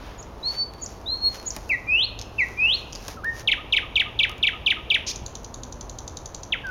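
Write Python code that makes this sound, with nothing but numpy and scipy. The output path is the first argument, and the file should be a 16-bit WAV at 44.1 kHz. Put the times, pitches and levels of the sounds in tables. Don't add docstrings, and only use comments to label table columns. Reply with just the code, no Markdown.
import sys
import numpy as np
from scipy import signal
from scipy.fft import rfft, irfft, next_fast_len
from scipy.io import wavfile

SR = 44100
rng = np.random.default_rng(int(sys.argv[2]) if len(sys.argv) > 2 else 0)


def master_out(mix):
    frames = np.transpose(np.atleast_2d(mix))
    ceiling = np.clip(frames, -1, 1)
    pcm = np.round(ceiling * 32767).astype(np.int16)
    wavfile.write(sys.argv[1], SR, pcm)


N = 295470


def from_db(db):
    return 10 ** (np.asarray(db) / 20)

def rms_one(x):
    return x / np.sqrt(np.mean(x ** 2) + 1e-20)

def clock(length_s):
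    return np.arange(int(length_s * SR)) / SR

def phase_of(pitch_hz):
    return 2 * np.pi * np.cumsum(pitch_hz) / SR

def gain_at(spectrum, hz):
    points_hz, db = np.transpose(spectrum)
    return from_db(np.interp(np.log(hz + 1e-9), np.log(points_hz), db))

def coloured(x, spectrum):
    size = next_fast_len(2 * len(x))
    return irfft(rfft(x, size) * gain_at(spectrum, np.fft.rfftfreq(size, 1 / SR)), size)[:len(x)]

def noise(spectrum):
    return rms_one(coloured(rng.standard_normal(N), spectrum))

def wobble(count, rate_hz):
    return np.interp(np.arange(count) * rate_hz / SR, np.arange(2048), rng.standard_normal(2048))

def add(out, start_s, sound):
    start = max(round(start_s * SR), 0)
    out[start:start + len(sound)] += sound[:max(N - start, 0)]

def envelope(t, attack_s, release_s):
    attack = np.sin(np.pi / 2 * np.clip(t / attack_s, 0, 1))
    release = np.sin(np.pi / 2 * np.clip((t[-1] - t) / release_s, 0, 1))
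    return attack * release

def swell(t, centre, width):
    return np.exp(-np.minimum(((t - centre) / width) ** 2, 20))

def strokes(rows, range_db=20):
    t = np.arange(N) / SR
    levels_db = [db - range_db * np.maximum((s - t) / rise, (t - s) / fade) for s, db, rise, fade in rows]
    return from_db(np.max(levels_db, axis=0))


# frequency in Hz, noise density in dB.
AIR_SPECTRUM = [(20, -13), (32, -5.5), (46, 2.5), (58, 0), (90, -4.5), (160, -12), (500, -13), (1000, -16),
                (1400, -24), (2000, -32), (4000, -37), (6500, -42), (10000, -46.5), (16000, -50)]

def air(level_db=-40):
    return from_db(level_db) * noise(AIR_SPECTRUM)


# peak time in seconds, level in dB, rise in seconds, fade in seconds.
SOFT_RUBS = [(.06, -45.5, 0.51, 0.39), (.54, -46, 0.12, 0.13), (1.355, -53, .11, .12),
             (2.62, -51, .2, 0.33)]
# frequency in Hz, noise density in dB.
SOFT_RUB_SPECTRUM = [(300, -4), (900, 0.5), (2000, -4), (3200, -5), (5000, -13), (10000, -28)]

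def soft_rubs():
    return strokes(SOFT_RUBS) * noise(SOFT_RUB_SPECTRUM)


# time of hardest push in seconds, level in dB, rise in seconds, fade in seconds.
SLIDES = [(.08, -54.5, 0.28, 0.27), (.54, -45.5, 0.21, 0.17), (.91, -50.5, 0.26, 0.23),
          (1.355, -39.5, 0.087, 0.078), (1.55, -48, 0.78, 0.5), (2.48, -49.5, .24, 0.29),
          (2.77, -50, 0.32, 0.23), (3.11, -41.5, .27, 0.083), (3.40, -39, .1, 0.051)]
# frequency in Hz, noise density in dB.
GRIT_SPECTRUM = [(300, -6), (1000, 1.5), (2000, 1), (3500, -3), (6000, 2.5), (9000, -7.5), (15000, -12.5)]

def stone_slides(grains_per_s=7000, spread_db=4):
    grains = (rng.random(N) < grains_per_s / SR) * rng.standard_normal(N)
    grit = grains * from_db(spread_db * rng.standard_normal(N))
    return strokes(SLIDES) * rms_one(coloured(grit, GRIT_SPECTRUM))


# frequency in Hz, overtone gain in dB.
BEAK = [(3000, -25.5), (5000, -31), (6500, -34.5), (8500, -38), (10500, -32.5), (11500, -37.5),
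        (12500, -39), (16000, -45)]

def voice(pitch_hz, overtone_db, rolloff_db, jitter=0.0038, flutter_db=3):
    count = len(pitch_hz)
    phase = phase_of(pitch_hz * (1 + jitter * wobble(count, 400)))
    tone = np.sin(phase)
    for k in range(2, 6):
        db = overtone_db - rolloff_db * max(k - 3, 0) + flutter_db * wobble(count, 200)
        tone += gain_at(BEAK, k * pitch_hz) * from_db(db) * np.sin(k * phase) * (k * pitch_hz < SR / 2)
    return tone

def gesture(shape, jitter, edge_share=.025, min_edge_ms=0.77):
    ms, hz, db = np.transpose(shape)
    t_ms = np.arange(0, ms.max(), 1000 / SR)
    pitch_hz = np.interp(t_ms, ms, hz) * (1 + jitter * wobble(len(t_ms), 440))
    edge_s = max(edge_share * t_ms[-1], min_edge_ms) / 1000
    return pitch_hz, from_db(np.interp(t_ms, ms, db)) * envelope(t_ms / 1000, edge_s, edge_s)


# offset in milliseconds, pitch in Hz, level in dB.
CHIP_SHAPE = [(0, 7250, -44.5), (10.1, 6850, -27), (19, 6600, -27), (27.7, 6800, -23.5), (36.6, 7550, -27),
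              (43.1, 8240, -42), (48.7, 7400, -44), (50.6, 6400, -21), (54.5, 4500, -32.5)]
# start in seconds, gain in dB.
CHIPS = [(.177, -13.5), (.811, -2.5), (1.455, 2)]

def chips():
    out = np.zeros(N)
    for s, db in CHIPS:
        pitch_hz, level = gesture(CHIP_SHAPE, jitter=0.0018)
        add(out, s, from_db(db) * level * voice(pitch_hz, overtone_db=0, rolloff_db=19.5))
    return out


# frequency in Hz, gain in dB.
FOLIAGE = [(1000, 3.5), (2000, 4.5), (3000, 5.5), (4500, 4), (5500, 8.5), (6600, 5), (8000, 3), (10500, 9),
           (15000, 4.5)]
DEEP_WOOD = [(1000, 4.5), (3000, -1.5), (4500, -6.5), (6500, -9), (12000, -13)]

def wood_echoes(x, near_db=-13, near_t60_s=0.24, far_db=-21, far_t60_s=.97, trunks_per_s=1400):
    t = clock(1.5)
    onset = np.clip(t / 0.0013 - 1, 0, 1)
    trunks = rng.standard_normal(len(t)) * (rng.random(len(t)) < trunks_per_s / SR)
    trunks *= from_db(-60 * t / near_t60_s) * onset
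    leaves = rng.standard_normal(len(t)) * from_db(-60 * t / far_t60_s) * onset
    near = from_db(near_db) * trunks / np.linalg.norm(trunks)
    far = from_db(far_db) * coloured(leaves / np.linalg.norm(leaves), DEEP_WOOD)
    return signal.fftconvolve(x, coloured(near + far, FOLIAGE))[:N]


# start in seconds, length in seconds, start pitch in Hz, held pitch in Hz,
# slide time in seconds, first swell in dB, second swell in dB, overtone gain in dB.
WHISTLES = [(0.427, .218, 3780, 4503, .034, -21.5, -16.8, -8),
            (1.057, .24, 3500, 4303, .034, -22, -16.3, -1.5),
            (3.233, .078, 1117, 1855, 0.011, -46, -20, -12)]

def whistles():
    out = np.zeros(N)
    for s, length_s, start_hz, held_hz, slide_s, first_db, second_db, overtone_db in WHISTLES:
        t = clock(length_s)
        pitch_hz = held_hz + (start_hz - held_hz) * np.exp(-t / slide_s)
        first = from_db(first_db) * swell(t, centre=0.24 * length_s, width=0.19 * length_s)
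        second = from_db(second_db) * swell(t, centre=length_s - .028, width=.038)
        level = (first + second) * envelope(t, attack_s=.008, release_s=.018)
        add(out, s, level * voice(pitch_hz, overtone_db, rolloff_db=17.5, jitter=.0025))
    return out


def blows(rows, spectrum, t60_s):
    strikes, white = np.zeros(N), rng.choice([-1., 1.], N)
    for s, db in rows:
        add(strikes, s, from_db([db]))
    decays = signal.lfilter([1], [1, -from_db(-60 / (t60_s * SR))], strikes + 1e-18)
    return coloured(white * decays, spectrum) / np.std(coloured(white[:SR], spectrum))


# start in seconds, level in dB.
KNOCKS = [(.737, -35), (1.428, -36), (1.5645, -21.5), (1.692, -31), (2.442, -43), (3.082, -20.5),
          (3.245, -29), (4.295, -28), (4.316, -37), (4.381, -37), (5.433, -42), (5.985, -47), (6.669, -35),
          (6.689, -39)]
# frequency in Hz, noise density in dB.
STONE_EDGE = [(300, -5.5), (1000, -14), (2000, -1), (3500, 0), (6000, 5.5), (9000, 1.5), (12500, -7),
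              (16000, -4.5)]
STONE_BODY = [(60, -20.5), (200, -0.5), (500, -4), (800, -1.5), (1400, -10), (2500, -11), (6000, -29)]

def stone_knocks(body_db=-11, echo_db=-9):
    click = blows(KNOCKS, STONE_EDGE, t60_s=0.0076)
    knocks = click + from_db(body_db) * blows(KNOCKS, STONE_BODY, t60_s=0.073)
    return knocks + from_db(echo_db) * wood_echoes(knocks)


FALL_KINDS = { "dip": (2680, 1920, .009, .052, 2.0, .067, .03, .016),
              "hook": (3850, 2150, 0, .025, 1.4, 0.03, 0.001, 0.004),
              "plunge": (4200, 1400, 0, .03, 1.1, .031, 0.0016, 0.0044),
              "deep plunge": (3820, 1290, 0, .034, 1.1, .042, .0025, .003),
              "low slur": (1380, 1130, 0, .05, 1.0, .06, .005, .06),
              "hoot": (1240, 1190, 0, 0.045, 0.84, .05, 0.011, 0.054),
              "low whistle": (1670, 1475, 0, .07, 1.4, .075, 0.049, .004), }
# pitch in Hz, gain in dB.
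THROAT_RESONANCE = [(1200, -23.5), (1430, -20.5), (1750, -12.5), (2000, -6.5), (2300, -4), (2900, 0.5),
                    (3400, 0), (4300, -12)]

def fall(kind, db, overtone_db, rolloff_db, lift=1, jitter=0.0047):
    start_hz, low_hz, wait_s, fall_s, bow, length_s, attack_s, release_s = FALL_KINDS[kind]
    t, low_hz = clock(length_s), lift * low_hz
    height = np.abs(1 - np.maximum(t - wait_s, 0) / fall_s) ** bow
    flick = 1 + 0.16 * np.exp(-t / 0.00067)
    pitch_hz = low_hz * (start_hz / low_hz) ** height * flick
    level = from_db(db) * gain_at(THROAT_RESONANCE, pitch_hz) * envelope(t, attack_s, release_s)
    return level * voice(pitch_hz, overtone_db, rolloff_db, jitter)


# start in seconds, kind, gain in dB, overtone gain in dB.
SINGLE_FALLS = [(1.693, "dip", -12.5, -4), (2.381, "dip", -11.5, -2), (3.169, "low slur", -16.5, -15),
                (6.522, "deep plunge", -15.5, -2.5), (6.634, "low whistle", -9.5, -5)]

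def single_falls():
    out = np.zeros(N)
    for s, kind, db, overtone_db in SINGLE_FALLS:
        add(out, s, fall(kind, db, overtone_db, rolloff_db=17))
    return out


# start in seconds, length in seconds, peak level in dB.
SWOOPS = [(1.865, .195, -15.5), (2.567, .197, -15.5)]

def swoops(start_hz=2340, top_hz=4480, creep_hz_per_s=3300, growth_s=.025, sag_db_per_s=30.5):
    out = np.zeros(N)
    attack_s, leap_lead_s, ease_hz, ease_s = 0.073, .011, 480, .03
    for s, length_s, db in SWOOPS:
        t = clock(length_s)
        leap_hz = (top_hz - start_hz) * np.exp((t - length_s + leap_lead_s) / growth_s)
        ceiling_hz = top_hz - ease_hz * np.minimum((length_s - t) / ease_s, 1)
        pitch_hz = np.minimum(start_hz + creep_hz_per_s * t + leap_hz, ceiling_hz)
        sag_db = sag_db_per_s * np.maximum(t - attack_s, 0)
        level = from_db(db - sag_db) * envelope(t, attack_s, release_s=0.019) ** 1.25
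        add(out, s, level * voice(pitch_hz, overtone_db=-6, rolloff_db=18, jitter=.004))
    return out


# peak time in seconds, level in dB, half width in seconds.
ENGINE_SWELLS = [(2.25, -44, .42), (3.35, -44, .15), (4.2, -43, .18), (5.5, -50, 1.0)]

def engine(firing_hz=96.4, rise_hz_per_s=4.35, waver=.01, flutter_db=2):
    t = np.arange(N) / SR
    phase = phase_of((firing_hz + rise_hz_per_s * t) * (1 + waver * wobble(N, 12)))
    level = sum(from_db(db) * swell(t, s, width_s) for s, db, width_s in ENGINE_SWELLS)
    octave = from_db(-50) * swell(t, centre=5.55, width=.5) * np.sin(2 * phase)
    return (level * np.sin(phase) + octave) * from_db(flutter_db * wobble(N, 6))


# frequency in Hz, gain in dB.
OPEN_THROAT = [(1000, -48), (1800, -24), (2500, -13), (4000, -7.5), (5200, -3), (6300, -3), (7500, -10.5),
               (10000, -25.5), (16000, -31)]
# peak time in seconds, level in dB.
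RATTLE_PULSES = [(2.1912, -28), (2.196, -33), (2.2149, -26), (2.2239, -32.5), (2.926, -35), (2.9311, -27.5),
                 (2.9524, -31), (2.9582, -28)]

def rattles(width_s=0.00078):
    t = np.arange(N) / SR
    pulses = (from_db(db) * swell(t, s, np.sqrt(2) * width_s) for s, db in RATTLE_PULSES)
    return noise(OPEN_THROAT) * sum(pulses)


# start in seconds, factor on the hook's lowest pitch.
SWEEP_PAIRS = [(3.474, 0.99), (3.7238, 1.03), (3.9557, 1.05), (4.1895, 1.065), (4.4273, 1.05),
               (4.6614, 1.084), (4.9010, 1.075)]

def paired_sweeps(plunge_after_s=.0402, hoot_after_s=.1, hoot_scatter=0.022):
    out = np.zeros(N)
    for s, lift in SWEEP_PAIRS:
        add(out, s, fall("hook", db=-13, overtone_db=0.5, rolloff_db=12, lift=lift))
        add(out, s + plunge_after_s, fall("plunge", db=-12.5, overtone_db=1.5, rolloff_db=10))
    for s, _ in SWEEP_PAIRS[:-1]:
        lift = 1 + hoot_scatter * rng.standard_normal()
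        hoot = fall("hoot", db=-13, overtone_db=-10, rolloff_db=3, lift=lift, jitter=.045)
        add(out, s + hoot_after_s, hoot)
    return out


def buzz(start_s=5.063, length_s=.058, gain_db=-26, start_hz=820, top_hz=2670, growth_s=0.033):
    out, t = np.zeros(N), clock(length_s)
    climb = np.expm1(t / growth_s) / np.expm1(t[-1] / growth_s)
    pitch_hz = (start_hz + (top_hz - start_hz) * climb) * (1 + 0.012 * wobble(len(t), 400))
    phase, harmonics = phase_of(pitch_hz), np.zeros(len(t))
    for k in range(1, 10):
        gain = gain_at(OPEN_THROAT, k * pitch_hz) * (k * pitch_hz < SR / 2)
        harmonics += gain * np.sin(k * phase + 2 * np.pi * rng.random())
    rasp = 0.37 * noise(OPEN_THROAT)[:len(t)]
    level = from_db(gain_db) * envelope(t, attack_s=0.019, release_s=0.0073)
    add(out, start_s, level * (harmonics + rasp))
    return out


# start in seconds, gain in dB.
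TICKS = [(5.1577, -1.5), (5.2613, 0), (5.352, -2.5), (5.444, -5), (5.541, -3), (5.6328, -3.5), (5.7234, -5),
         (5.8091, -4), (5.8946, -4), (5.9855, -3), (6.077, -2.5), (6.1694, -1.5), (6.257, -2.5),
         (6.345, -0.5), (6.4318, -4)]
# offset in milliseconds, pitch in Hz, level in dB.
TICK_UPPER = [(0, 7500, -30.5), (1.5, 7170, -27), (3.2, 6350, -24), (4.8, 5510, -27.5)]
TICK_LOWER = [(0, 4860, -33), (1.5, 4340, -34), (4, 3100, -34.5)]
# frequency in Hz, noise density in dB.
TICK_EDGE = [(1500, -19), (4000, 6), (7000, -2), (10500, -3), (13000, -15), (16000, -11)]

def trill(rasp=0.18):
    out, hiss = np.zeros(N), noise(TICK_EDGE)
    for s, db in TICKS:
        upper_hz, upper_level = gesture(TICK_UPPER, jitter=0.021)
        lower_hz, lower_level = gesture(TICK_LOWER, jitter=0.019)
        edge = rasp * hiss[round(s * SR):][:len(upper_hz)]
        add(out, s, from_db(db) * upper_level * (np.sin(phase_of(upper_hz)) + edge))
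        add(out, s, from_db(db) * lower_level * np.sin(phase_of(lower_hz)))
    return out


# start in seconds, level in dB.
CATCHES = [(5.17, -40), (5.22, -33)]
# frequency in Hz, noise density in dB.
PALM_SPECTRUM = [(20, -9.5), (50, 9), (130, 5), (300, -15), (1000, -43), (4000, -52)]

def stone_catches(thud_hz=70, thud_t60_s=.03, thud_gain_db=5):
    out, t = blows(CATCHES, PALM_SPECTRUM, t60_s=0.12), clock(3 * thud_t60_s)
    for s, db in CATCHES:
        level = from_db(db + thud_gain_db - 60 * t / thud_t60_s)
        add(out, s, -level * np.sin(2 * np.pi * thud_hz * t))
    return out


def scene(trill_send_db=2):
    song = rattles() + whistles() + chips() + swoops() + single_falls() + paired_sweeps() + buzz()
    ticks = trill()
    echoes = wood_echoes(song + from_db(trill_send_db) * ticks)
    juggler = stone_slides() + stone_knocks() + stone_catches()
    return (song + ticks + echoes + juggler + soft_rubs() + engine() + air())[None]


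# frequency in Hz, gain in dB.
MICROPHONE_PORT = [(20, 0), (6600, 0), (7200, -6), (7550, -13), (7850, -27), (8200, -13), (9000, -5.5),
                   (10500, -1), (12500, -1), (16000, -5)]

def record(dry, cutoff_hz=16000):
    heard = np.array([coloured(channel, MICROPHONE_PORT) for channel in dry])
    return signal.sosfilt(signal.ellip(10, .1, 80, cutoff_hz, fs=SR, output="sos"), heard)


dry = scene()
out = record(dry)
master_out(out)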